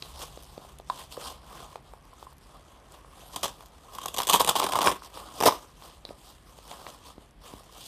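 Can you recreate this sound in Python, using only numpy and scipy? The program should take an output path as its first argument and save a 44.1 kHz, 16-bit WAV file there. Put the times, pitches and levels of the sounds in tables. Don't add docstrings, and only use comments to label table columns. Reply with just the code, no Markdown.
import sys
import numpy as np
from scipy import signal
from scipy.fft import rfft, irfft, next_fast_len
from scipy.io import wavfile
from scipy.ndimage import uniform_filter1d

SR = 44100
rng = np.random.default_rng(int(sys.argv[2]) if len(sys.argv) > 2 else 0)


def convert_level_to_amplitude(level_db):
    exponent = np.asarray(level_db, float) / 20
    return 10 ** exponent


def dump_mix(stems):
    frames = np.atleast_2d(stems).T
    limited = np.clip(frames, -1, 1)
    pcm = np.round(limited * 32767).astype(np.int16)
    wavfile.write(sys.argv[1], SR, pcm)


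N = 347287
OPENED_S = 5.3


def rms_one(x):
    return x / np.sqrt(np.mean(x ** 2) + 1e-20)


def in_time(rows, quiet=None):
    s, *columns = np.transpose(rows)
    return [np.interp(np.arange(N) / SR, s, c, quiet, quiet) for c in columns]


def drift(rate):
    r = np.exp(-80 * np.pi * rate / SR)
    slow = signal.lfilter([1], [1, -2 * r, r * r], rng.standard_normal(N // 40 + 2002))[2000:]
    return np.interp(np.arange(N) / 40, np.arange(len(slow)), rms_one(slow))


def resonance(x, hz, width):
    r = np.exp(-np.pi * width / SR)
    poles = [1, -2 * r * np.cos(2 * np.pi * hz / SR), r * r]
    return signal.lfilter([(1 - r * r) / 2, 0, (r * r - 1) / 2], poles, x + 1e-18)


def body(drive, modes, shift_db, rate):
    total, power = 0, 0
    for k, (hz, width, db) in enumerate(modes):
        strength = convert_level_to_amplitude(db + shift_db * drift(rate))
        total = total + (-1) ** k * resonance(drive * strength, hz, width)
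        power += convert_level_to_amplitude(db) ** 2 * np.pi * width / SR
    return total / np.sqrt(power)


def grains(per_s, spread_db):
    sizes = convert_level_to_amplitude(spread_db * np.minimum(rng.exponential(1, N), 4)) * rng.choice([-1, 1], N)
    return rms_one(sizes * (rng.random(N) < per_s / SR))


def room_tone():
    # (frequency [Hz], level per Hz [dB])
    air_spectrum = [(21, -24.5), (35, 15), (63, 3.5), (103, -5), (286, -10.5), (1090, -19), (1400, -23),
                    (1770, -21.5), (3180, -26.5), (6040, -43), (9100, -38), (12700, -36), (14400, -74.5),
                    (16000, -61.5)]
    # (time [s], low band level [dB], upper band level [dB])
    rumble = [(0, -49.5, -60), (1.1, -58.5, -64), (1.8, -62, -61.5), (2.2, -75.5, -68), (7.87, -67.5, -71)]
    hz = np.fft.rfftfreq(N, 1 / SR)[1:]
    corner_hz, corner_db = np.transpose(air_spectrum)
    shape = np.interp(np.log(hz), np.log(corner_hz), corner_db)
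    air = rms_one(irfft(rfft(rng.standard_normal(N)) * np.append(0, convert_level_to_amplitude(shape)), N))
    low_db, upper_db = in_time(rumble)
    low = rms_one(resonance(resonance(rng.standard_normal(N), 65.3, 8.1), 65.3, 8.1))
    upper = rms_one(resonance(resonance(rng.standard_normal(N), 139.6, 35.0), 139.6, 35.0))
    return convert_level_to_amplitude(-54) * air + convert_level_to_amplitude(low_db - 4) * low + convert_level_to_amplitude(upper_db - 0.5) * upper


def rubbing():
    # (peak time [s], rise [s],
    # fall [s], padding level [dB], nylon skin level [dB])
    strokes = [(0.05, 0.34, 0.41, -51, -51.5), (0.22, 0.061, 0.065, -42, -41.5),
               (0.45, 0.74, 0.26, -56.5, -55.5), (0.636, 0.15, .22, -51.5, -56),
               (0.915, 0.029, 0.26, -56, -54.5), (1.01, 0.15, 0.061, -47, -47),
               (1.127, 0.027, 0.043, -52, -47.5), (1.26, 0.13, 0.11, -41, -42),
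               (1.591, 0.22, 0.12, -44.5, -50.5), (1.755, 0.2, 0.064, -53, -58.5),
               (1.87, 0.065, 0.25, -57.5, -63.5), (2.058, 0.057, 0.27, -56.5, -62.5),
               (2.24, 0.12, 0.039, -57, -56), (2.31, 0.075, 0.034, -56.5, -60),
               (2.432, 0.038, 0.14, -58, -59.5), (2.557, 0.22, 0.94, -56, -63.5),
               (2.731, 0.22, 0.037, -74, -66.5), (2.936, 0.099, 0.18, -52.5, -58),
               (3.22, 0.17, 0.16, -51.5, -56), (3.35, 0.096, 0.34, -48, -51), (3.52, 0.26, 0.036, -56, -52),
               (3.634, 0.072, 0.021, -56, -62), (3.759, 0.28, 0.16, -59.5, -63.5),
               (3.942, 0.15, 0.42, -49.5, -55),
               (4.65, 0.81, 0.55, -50, -50), (5.056, 0.064, 0.027, -46, -47),
                 (5.161, 0.051, 0.22, -45, -48), (5.29, 0.32, 0.082, -51, -65),
                 (5.4, 0.16, 0.14, -46, -46.5), (5.56, .2, 0.23, -50, -53), (5.855, 0.14, 0.18, -51, -52),
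                 (6.08, 0.043, 0.14, -52.5, -57.5), (6.276, 0.16, 0.15, -57, -54),
                 (6.473, 0.054, 0.36, -57.5, -59), (6.64, 0.3, 0.14, -62, -60),
                 (6.722, 0.093, 0.21, -46, -49.5), (6.887, 0.09, 0.14, -47.5, -49.5),
                 (7.076, 0.1, 0.08, -51, -51.5), (7.24, 0.15, 0.071, -59.5, -62),
                 (7.463, 0.062, 0.26, -49, -51.5), (7.61, 0.068, 0.055, -62, -58.5),
                 (7.76, 0.068, 0.11, -51.5, -58), (7.87, 0.21, .1, -56.5, -46.5)]
    drop_db, roundness = 18, 1.365
    t = np.arange(0, N + 64, 64) / SR
    s, rise, fall, padding_db, skin_db = np.transpose(strokes)[:, :, None]
    swell_db = -drop_db * np.where(t < s, (s - t) / rise, (t - s) / fall) ** roundness

    def envelope(db, rest_db):
        power = convert_level_to_amplitude(rest_db) ** 2 + np.sum(convert_level_to_amplitude(db + swell_db) ** 2, axis=0)
        return np.interp(np.arange(N) / SR, t, np.sqrt(power))

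    padding, skin = envelope(padding_db, -72.5), envelope(skin_db, -76)
    slide = convert_level_to_amplitude(0.87 * drift(24) + 2.36 * drift(170))
    drive = slide * (0.9 * rng.standard_normal(N) + 0.3 * grains(900, 3.5))
    return padding * drive, skin * drive


def hollow_cuff(rub, hook, knock):
    # (frequency [Hz], width [Hz], level [dB])
    hollow_modes = [(175, 100, -12), (316, 59, -6), (478, 202, -6), (753, 264, -3.5), (1057, 112, -0.5),
                    (1235, 114, -3), (1388, 516, -13)]
    t = np.arange(N) / SR
    opened_hook = hook * (t > OPENED_S)
    blunt_knock = uniform_filter1d(knock, size=15, origin=7)
    hollow = body(rub + convert_level_to_amplitude(-1.5) * hook + blunt_knock, hollow_modes, shift_db=1.5, rate=15)
    hollow = hollow + convert_level_to_amplitude(14.0) * resonance(opened_hook, 386, 190)
    hollow = hollow + convert_level_to_amplitude(7.0) * resonance(hook, 1070, 73)
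    hollow = hollow + convert_level_to_amplitude(3) * resonance(opened_hook, 284, 90)
    hollow = hollow + convert_level_to_amplitude(-3.5) * resonance(hook, 430, 100)
    return hollow + convert_level_to_amplitude(-14) * resonance(hook * (t > 4.85), 1770, 610)


def nylon_skin(rub, hook, crack):
    # (frequency [Hz], width [Hz], level [dB])
    skin_modes = [(2380, 920, -17), (3180, 790, 0.5), (5000, 1310, -2.5), (5970, 970, -2.5),
                  (8720, 2100, -7.5), (10330, 290, -4.5), (12900, 5700, -13)]
    opened_hook = hook * (np.arange(N) > OPENED_S * SR)
    skin = body(rub + convert_level_to_amplitude(-0.5) * hook + convert_level_to_amplitude(-11) * crack, skin_modes, shift_db=1.4, rate=14)
    skin = skin + strap_sheen(hook)
    skin = skin + convert_level_to_amplitude(9.0) * resonance(opened_hook, 5640, 1540)
    return skin - convert_level_to_amplitude(-4) * resonance(hook, 3320, 410) + convert_level_to_amplitude(-10) * crack


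def room(x):
    t60_s, wall_cut_hz = 0.22, 9200
    size = next_fast_len(N + SR)
    hz, sound = np.fft.rfftfreq(size, 1 / SR), rfft(x, size)
    dull, paths = 1 / (1 + 1j * hz / wall_cut_hz), []
    for lag in rng.uniform(0.007, 0.028, 8):
        loop = convert_level_to_amplitude(-60 * lag / t60_s) * dull * np.exp(-2j * np.pi * hz * lag)
        paths.append(loop / (1 - loop))
    alike = irfft(sound * sum(paths[:6]), size)[:N]
    side_band = hz / (hz + 70) / (1 + hz / 1500)
    unlike = irfft(sound * (paths[6] - paths[7]) * side_band, size)[:N]
    return convert_level_to_amplitude(-17.5) * (alike + convert_level_to_amplitude(-12.0) * unlike * [[1], [-1]])


def snaps():
    # (time [s], peak level [dB], pitch [Hz], skin level [dB])
    creases = [(0.021, -41.5, 1310, 16.5), (0.215, -32, 1200, 3.5), (0.23, -32, 700, -11),
               (0.372, -29.5, 536, -10), (0.576, -26.5, 516, -12), (0.647, -37.5, 666, -22),
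               (0.797, -32.5, 690, -13), (1.167, -32, 1050, -27), (1.26, -34, 1050, -16),
               (1.755, -23, 820, -13), (1.934, -29.5, 820, -20), (2.225, -28, 905, -14),
               (2.324, -40, 900, -8), (3.045, -35.5, 930, -40), (3.605, -33, 980, -8),
               (5.019, -31.5, 1190, -27), (5.171, -25.5, 910, -10), (5.287, -43, 1180, -29.5),
               (5.82, -34, 940, -6), (6.105, -27, 550, -25), (6.814, -36, 729, -11),
               (7.069, -36.5, 935, -9), (7.178, -30.5, 322, -20), (7.535, -27, 336, -18),
               (7.605, -39, 686, -20)]
    knocks = [
        (0.897, -14, 1010, -10),
        (1.173, -24.5, 510, -41),
        (2.129, -39, 1043, -31),
        (2.266, -34, 1040, -29),
        (6.088, -36.5, 305, 3.5),
        (6.712, -32.5, 733, 5),
        (7.692, -43, 1050, -29),
    ]
    # (time [s], peak level [dB], pitch [Hz], skin level [dB], skin pitch [Hz])
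    folds = [
        (1.246, -41.5, 990, 8, 5230),
        (2.919, -46.5, 929, 5.5, 8000),
        (4.8702, -7, 1470, 0, 2900),
        (6.049, -32.5, 674, 6.5, 3930),
        (6.585, -37, 524, -5, 4600),
        (6.864, -25, 1000, -2, 1870),
    ]
    # (time [s], peak level [dB], pitch [Hz],
    # skin level [dB])
    hook_pops = [(3.3597, -21.5, 725, -9), (3.4312, -29, 920, 17), (3.4403, -19.5, 940, -1),
                 (3.4545, -22, 835, 3), (3.9834, -22, 1060, -16), (4.055, -18, 1000, -5),
                 (4.1713, -36, 904, -4), (4.1806, -24, 820, 1), (4.186, -14.5, 805, 2),
                 (4.1997, -13, 1005, -1), (4.2071, -20, 1004, -3), (4.2179, -20, 1020, -2),
                 (4.226, -26, 1070, -3), (4.2323, -28, 950, 2),
                 (4.2879, -15, 860, -9), (4.2979, -31, 950, -4), (4.3068, -17, 830, 4),
                (4.3247, -18.5, 960, 6.5), (4.3324, -7.5, 930, -4), (4.3407, -5, 885, -22),
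                (4.3451, -5, 980, 0), (4.3576, -10, 960, -12), (4.367, -17, 990, -3), (4.3977, -22, 870, 7),
                (4.4048, -8, 980, 3), (4.4127, -17, 840, -3), (4.4449, -21, 990, -5), (4.472, -16, 840, 2),
                (4.478, -18, 806, 10), (4.4883, -8.5, 890, -10), (4.4968, -18.5, 920, -5),
                (4.5087, -15, 1020, -12), (4.5526, -11, 840, -7), (4.5645, -21, 885, -4),
                 (4.5914, -24, 890, -5.5), (4.5992, -15, 850, 0.5), (4.6131, -18, 1000, -12.5),
                 (4.6217, -14, 920, -1), (4.6286, -17.5, 844, 7), (4.6377, -21, 920, 5.5),
                 (4.6424, -16, 935, -12), (4.6632, -11.5, 900, 1.5), (4.7198, -24.5, 880, -4),
                 (4.7326, -18, 1030, -0.5), (4.7459, -17, 1030, -9.5), (4.7527, -10.5, 1030, -14.5),
                 (4.7611, -11.5, 890, -7.5), (4.7863, -12, 950, -16), (4.8064, -28, 860, -7),
                 (4.813, -21, 1080, -11), (4.8284, -17.5, 930, -2.5), (4.8329, -17.5, 950, -3.5),
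                 (4.8553, -14, 910, 4.5), (4.86, -14.5, 820, -8.5), (4.8655, -19.5, 930, -13),
                 (4.8702, -8, 980, -19), (4.8796, -8, 1070, -11.5), (4.8848, -21, 1000, 3.5),
                 (4.8966, -26.5, 840, -6.5), (4.9135, -28.5, 930, -16),
                 (5.4021, -21, 766, -2), (5.408, -13, 835, -2), (5.4229, -13.5, 720, -7),
                 (5.4334, -7, 870, 1), (5.4386, -19, 825, -6), (5.4459, -27, 770, 6), (5.4551, -17, 764, 5),
                 (5.4592, -7, 726, 4), (5.464, -2.5, 1015, -5), (5.4731, -4.5, 603, 3.5),
                 (5.4833, -1.5, 930, -21), (5.4893, -12.5, 980, 0), (5.508, -24, 990, 4),
                 (5.5206, -21, 1060, 0)]
    crease_t60_s, knock_t60_s, pop_t60_s = 0.0075, 0.03, 0.017
    crack_hz, crack_ring = 3460, 0.92
    rise_s, partner_ratio, partner_db = 0.00036, 0.81, -14.5

    rows = [row + (crack_hz, crease_t60_s) for row in creases]
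    rows += [row + (crack_hz, knock_t60_s) for row in knocks]
    for s, peak_db, hz, skin_db in hook_pops:
        rows.append((s, peak_db - 1, hz, skin_db - 8, crack_hz, pop_t60_s))
    rows += [row + (crease_t60_s,) for row in folds]

    thud, knock, crack = np.zeros((3, N))
    t = np.arange(int(0.05 * SR)) / SR
    grit = rng.standard_normal(N + len(t))
    for s, peak_db, hz, skin_db, skin_hz, t60 in rows:
        at = round((s + 0.002186) * SR)
        span = slice(at, at + len(t))
        ring = np.sin(2 * np.pi * hz * t) * convert_level_to_amplitude(-60 * t / t60)
        partner = np.sin(2 * np.pi * partner_ratio * hz * t) * convert_level_to_amplitude(-45 * t / t60)
        ring = (ring + convert_level_to_amplitude(partner_db) * partner) * (1 - np.exp(-t / rise_s)) ** 2
        ring = ring / np.max(np.abs(ring))
        spray = grit[span] * np.exp(-t / 0.0017)
        poles = [1, -2 * crack_ring * np.cos(2 * np.pi * skin_hz / SR), crack_ring ** 2]
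        spit = signal.lfilter([1], poles, spray)
        spit = spit / np.max(np.abs(spit))
        thud[span] += (convert_level_to_amplitude(peak_db - 3.5) * ring)[:N - at]
        knock[at] += convert_level_to_amplitude(peak_db + 4.5) * crease_t60_s / t60
        crack[span] += (convert_level_to_amplitude(peak_db + skin_db + 6.5) * spit)[:N - at]
    return thud, knock, crack


def ticks():
    # (time [s], peak level [dB])
    threads = [(0.425, -40), (0.4334, -38), (0.443, -41), (0.7854, -34.5), (2.33, -46), (2.3815, -43),
               (3.376, -38), (3.409, -40), (3.606, -44), (3.6586, -39), (6.6772, -37), (7.6394, -57)]
    starts = np.zeros(N)
    for s, peak_db in threads:
        starts[round((s + 0.001) * SR)] = convert_level_to_amplitude(peak_db - 3)
    starts += convert_level_to_amplitude(-55 + 3 * rng.standard_normal(N)) * (rng.random(N) < 14 / SR)
    decay = np.exp(-1 / (0.00092 * SR))
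    spit = signal.lfilter([1], [1, -decay], starts + 1e-18) * rng.standard_normal(N)
    return signal.sosfilt(signal.butter(2, 2800, "high", fs=SR, output="sos"), spit)


def squeak():
    # (time [s], pitch [Hz], level [dB], level of the higher strand [dB])
    whistle = [
        (3.04, 9200, -80, -95),
        (3.07, 10200, -73, -95),
        (3.1, 10800, -69, -92),
        (3.15, 10900, -70, -88),
        (3.21, 11300, -67, -84),
        (3.28, 11700, -63, -73),
        (3.315, 11250, -66, -63),
        (3.37, 10950, -72, -64),
        (3.43, 10800, -72, -64),
    ]
    hz = in_time(whistle)[0]
    level_db, high_db = in_time(whistle, quiet=-200)[1:]
    wavering_hz = uniform_filter1d(hz, size=900) + 8 * drift(150) + 25 * drift(25)
    phase = 2 * np.pi * np.cumsum(wavering_hz) / SR
    low = np.sin(phase) + 0.45 * np.sin(0.93 * phase)
    low = low + 0.6 * np.sin(0.775 * phase) + 0.2 * np.sin(1.035 * phase)
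    high = np.sin(1.12 * phase)
    return convert_level_to_amplitude(level_db + 3.0 * drift(40)) * low + convert_level_to_amplitude(high_db + 3.0 * drift(40)) * high


def strap_sheen(hook):
    # (time [s], level [dB])
    sheen = [(3.3, -32), (4.0, -15), (4.42, -7), (4.6, -43), (5.6, 2.5)]
    return convert_level_to_amplitude(in_time(sheen)[0]) * resonance(hook, 12800, 3300)


def strays():
    # (start [s], end [s], level [dB])
    pulls = [
        (3.377, 3.43, -57),
        (3.955, 4.26, -53),
        (4.36, 4.95, -47),
        (5.379, 5.56, -54),
    ]
    gap_s, length_ms = 0.012, 20
    luck, step = rng.uniform(-1, 1, (len(pulls), 50, 3)), np.arange(50)
    rows = []
    for (start, end, db), chance in zip(pulls, luck):
        times = start + gap_s * (step + chance[:, 0] / 2)
        for s, b, c in zip(times, chance[:, 1], chance[:, 2]):
            if s < end:
                rows.append((s, length_ms * (1 + b / 2), db + 1.5 * c))
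    return rows


def hooks():
    # (time [s], length [ms], cuff thump level [dB])
    tug = [
        (3.323, 20, -47),
        (3.3583, 5.3, -23),
        (3.374, 3.6, -51),
        (3.428, 20.4, -25),
        (3.439, 6.2, -24),
        (3.453, 7.6, -30.5),
        (3.477, 16, -39.5),
    ]
    peel = [(3.932, 5.3, -40), (3.947, 6.5, -37), (3.982, 4.1, -35.5), (4.013, 7.1, -36), (4.0284, 13, -41),
            (4.0562, 4, -29), (4.0805, 5.9, -31.5), (4.1397, 5.8, -35.5), (4.1627, 2.4, -29.5),
            (4.17, 3.9, -32), (4.1806, 10.3, -27.5), (4.2011, 1.3, -22), (4.208, 3.6, -35),
            (4.2167, 2.3, -26.5), (4.23, 4.3, -32), (4.2478, 2.2, -32), (4.268, 4.3, -25),
            (4.2756, 3.5, -27), (4.2863, 7.3, -22.5), (4.295, 8.2, -17.5), (4.303, 6.1, -22.5)]
    rip = [(4.3225, 8, -23), (4.3292, 11, -17), (4.3376, 10, -15.5), (4.345, 15, -16), (4.357, 7.3, -27),
           (4.377, 8.3, -47), (4.395, 10, -21.5), (4.402, 5.7, -18.5), (4.413, 3.4, -16),
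           (4.4447, 3.2, -16), (4.46, 5.4, -28.5), (4.4722, 8.6, -21.5), (4.4874, 8.5, -14.5),
           (4.507, 4.8, -23.5), (4.5282, 2.1, -36), (4.552, 21, -21.5), (4.5668, 3.6, -32),
           (4.5823, 9, -27.5), (4.592, 7.6, -19), (4.6139, 4.5, -22.5), (4.6225, 3.7, -28),
           (4.6267, 13, -20), (4.638, 11, -21), (4.6627, 5.1, -22),
           (4.6857, 9.3, -26.5), (4.707, 3.9, -31), (4.7186, 10, -21), (4.7318, 2.5, -16.5),
               (4.745, 5.4, -37), (4.7524, 14, -21), (4.762, 12, -25), (4.786, 5.1, -18),
               (4.806, 5.7, -24.5), (4.8144, 6.7, -17), (4.8254, 6.2, -21), (4.84, 28, -24),
               (4.856, 33, -17.5), (4.87, 0.87, -28), (4.876, 22, -21.5), (4.898, 5.4, -51),
               (4.913, 9.6, -22.5), (4.935, 10, -40), (4.955, 13, -40)]
    last_rip = [(5.382, 17, -48), (5.402, 2.4, -21.5), (5.4082, 1.7, -16), (5.423, 2.2, -17.5),
                (5.4316, 6.9, -18.5), (5.4437, 11, -26.5), (5.454, 18, -15.5), (5.461, 14, -14.5),
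                (5.468, 12, -13), (5.506, 8.8, -36), (5.52, 19, -35), (5.54, 15, -44)]
    # (time [s], skin crack against cuff thump [dB])
    taut = [(3.33, 0.5), (3.45, 2.5), (3.95, 0), (4.2, 5), (4.35, -0.5), (4.57, 0), (4.62, -4), (4.9, -5),
            (5.45, -5)]
    low, jerks = np.zeros(N), strays() + tug + peel + rip + last_rip
    for s, length_ms, thump_db in jerks:
        at, size = round((s + 0.0018) * SR), round((length_ms - 0.8) * SR / 1000)
        sag = np.linspace(0.9, 0.8, size) + 0.33 * np.exp(-np.arange(size) / (0.0006 * SR))
        low[at:at + size] = convert_level_to_amplitude(thump_db - 3) * sag
    fade = np.exp(-1 / (0.0083 * SR))
    lingering = 0.85 * signal.lfilter([1 - fade], [1, -fade], low + 1e-18)
    pops = grains(3500, 3.6) * convert_level_to_amplitude(2.2 * drift(400))
    first = np.round((np.array(jerks)[:, 0] + 0.0013) * SR).astype(int)
    pops[first] = 2.2
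    low = pops * np.maximum(low, lingering)
    high = low - 0.37 * resonance(low, 2250, 900) - 0.41 * resonance(low, 4360, 800)
    return low, high * convert_level_to_amplitude(in_time(taut)[0])


def flexing():
    # (time [s], level [dB])
    pumps = [
        [(3.33, -60), (3.48, -60), (3.52, -57)],
        [(3.95, -81), (4.32, -61.5), (4.89, -48), (4.95, -87)],
        [(5.38, -60), (5.474, -36), (5.58, -93)],
    ]
    band = signal.butter(2, [80, 230], "band", fs=SR, output="sos")
    puff = rms_one(signal.sosfilt(band, rng.standard_normal(N)))
    return puff * sum(convert_level_to_amplitude(in_time(rows, quiet=-200)[0] - 2.5) for rows in pumps)


def scene():
    rub_low, rub_high = rubbing()
    hook_low, hook_high = hooks()
    thud, knock, crack = snaps()
    hollow = hollow_cuff(rub_low, hook_low, knock)
    skin = nylon_skin(rub_high, hook_high, crack) + ticks()
    cuff = hollow + skin + thud + flexing() + squeak()
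    lean = resonance(hollow + thud, 1000, 2600) * convert_level_to_amplitude(-25) + skin * convert_level_to_amplitude(-30) * drift(40)
    return cuff + lean * [[-1], [1]] + room(cuff) + room_tone()


def band_limit(x):
    return signal.sosfilt(signal.butter(12, 16480, fs=SR, output="sos"), x)


def record(dry):
    # (low edge [Hz], level [dB])
    top_bands = [(12800, -69), (13900, -70), (14900, -68)]
    bass_cut = signal.butter(8, 43, "high", fs=SR, output="sos")
    top_cut = signal.cheby2(10, 65, 16300, fs=SR, output="sos")
    out = signal.sosfilt(np.vstack([bass_cut, top_cut]), 0.96 * np.tanh(dry / 0.83))
    sound, hz = rfft(out), np.fft.rfftfreq(N, 1 / SR)
    treble = irfft(sound[0] * (hz > 8000) * (hz < 12000), N)
    power = uniform_filter1d(treble ** 2, size=1024)[::1024]
    power = power * convert_level_to_amplitude(5 * rng.standard_normal(len(power)))
    for edge_hz, gate_db in top_bands[::-1]:
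        closed = np.repeat(power < convert_level_to_amplitude(2 * gate_db), 1024)[:N]
        shut = uniform_filter1d(closed * 0.93, size=512)
        out = out - shut * irfft(rfft(out) * (hz > edge_hz), N)
    return band_limit(out)


dry = scene()
out = record(dry)
dump_mix(out)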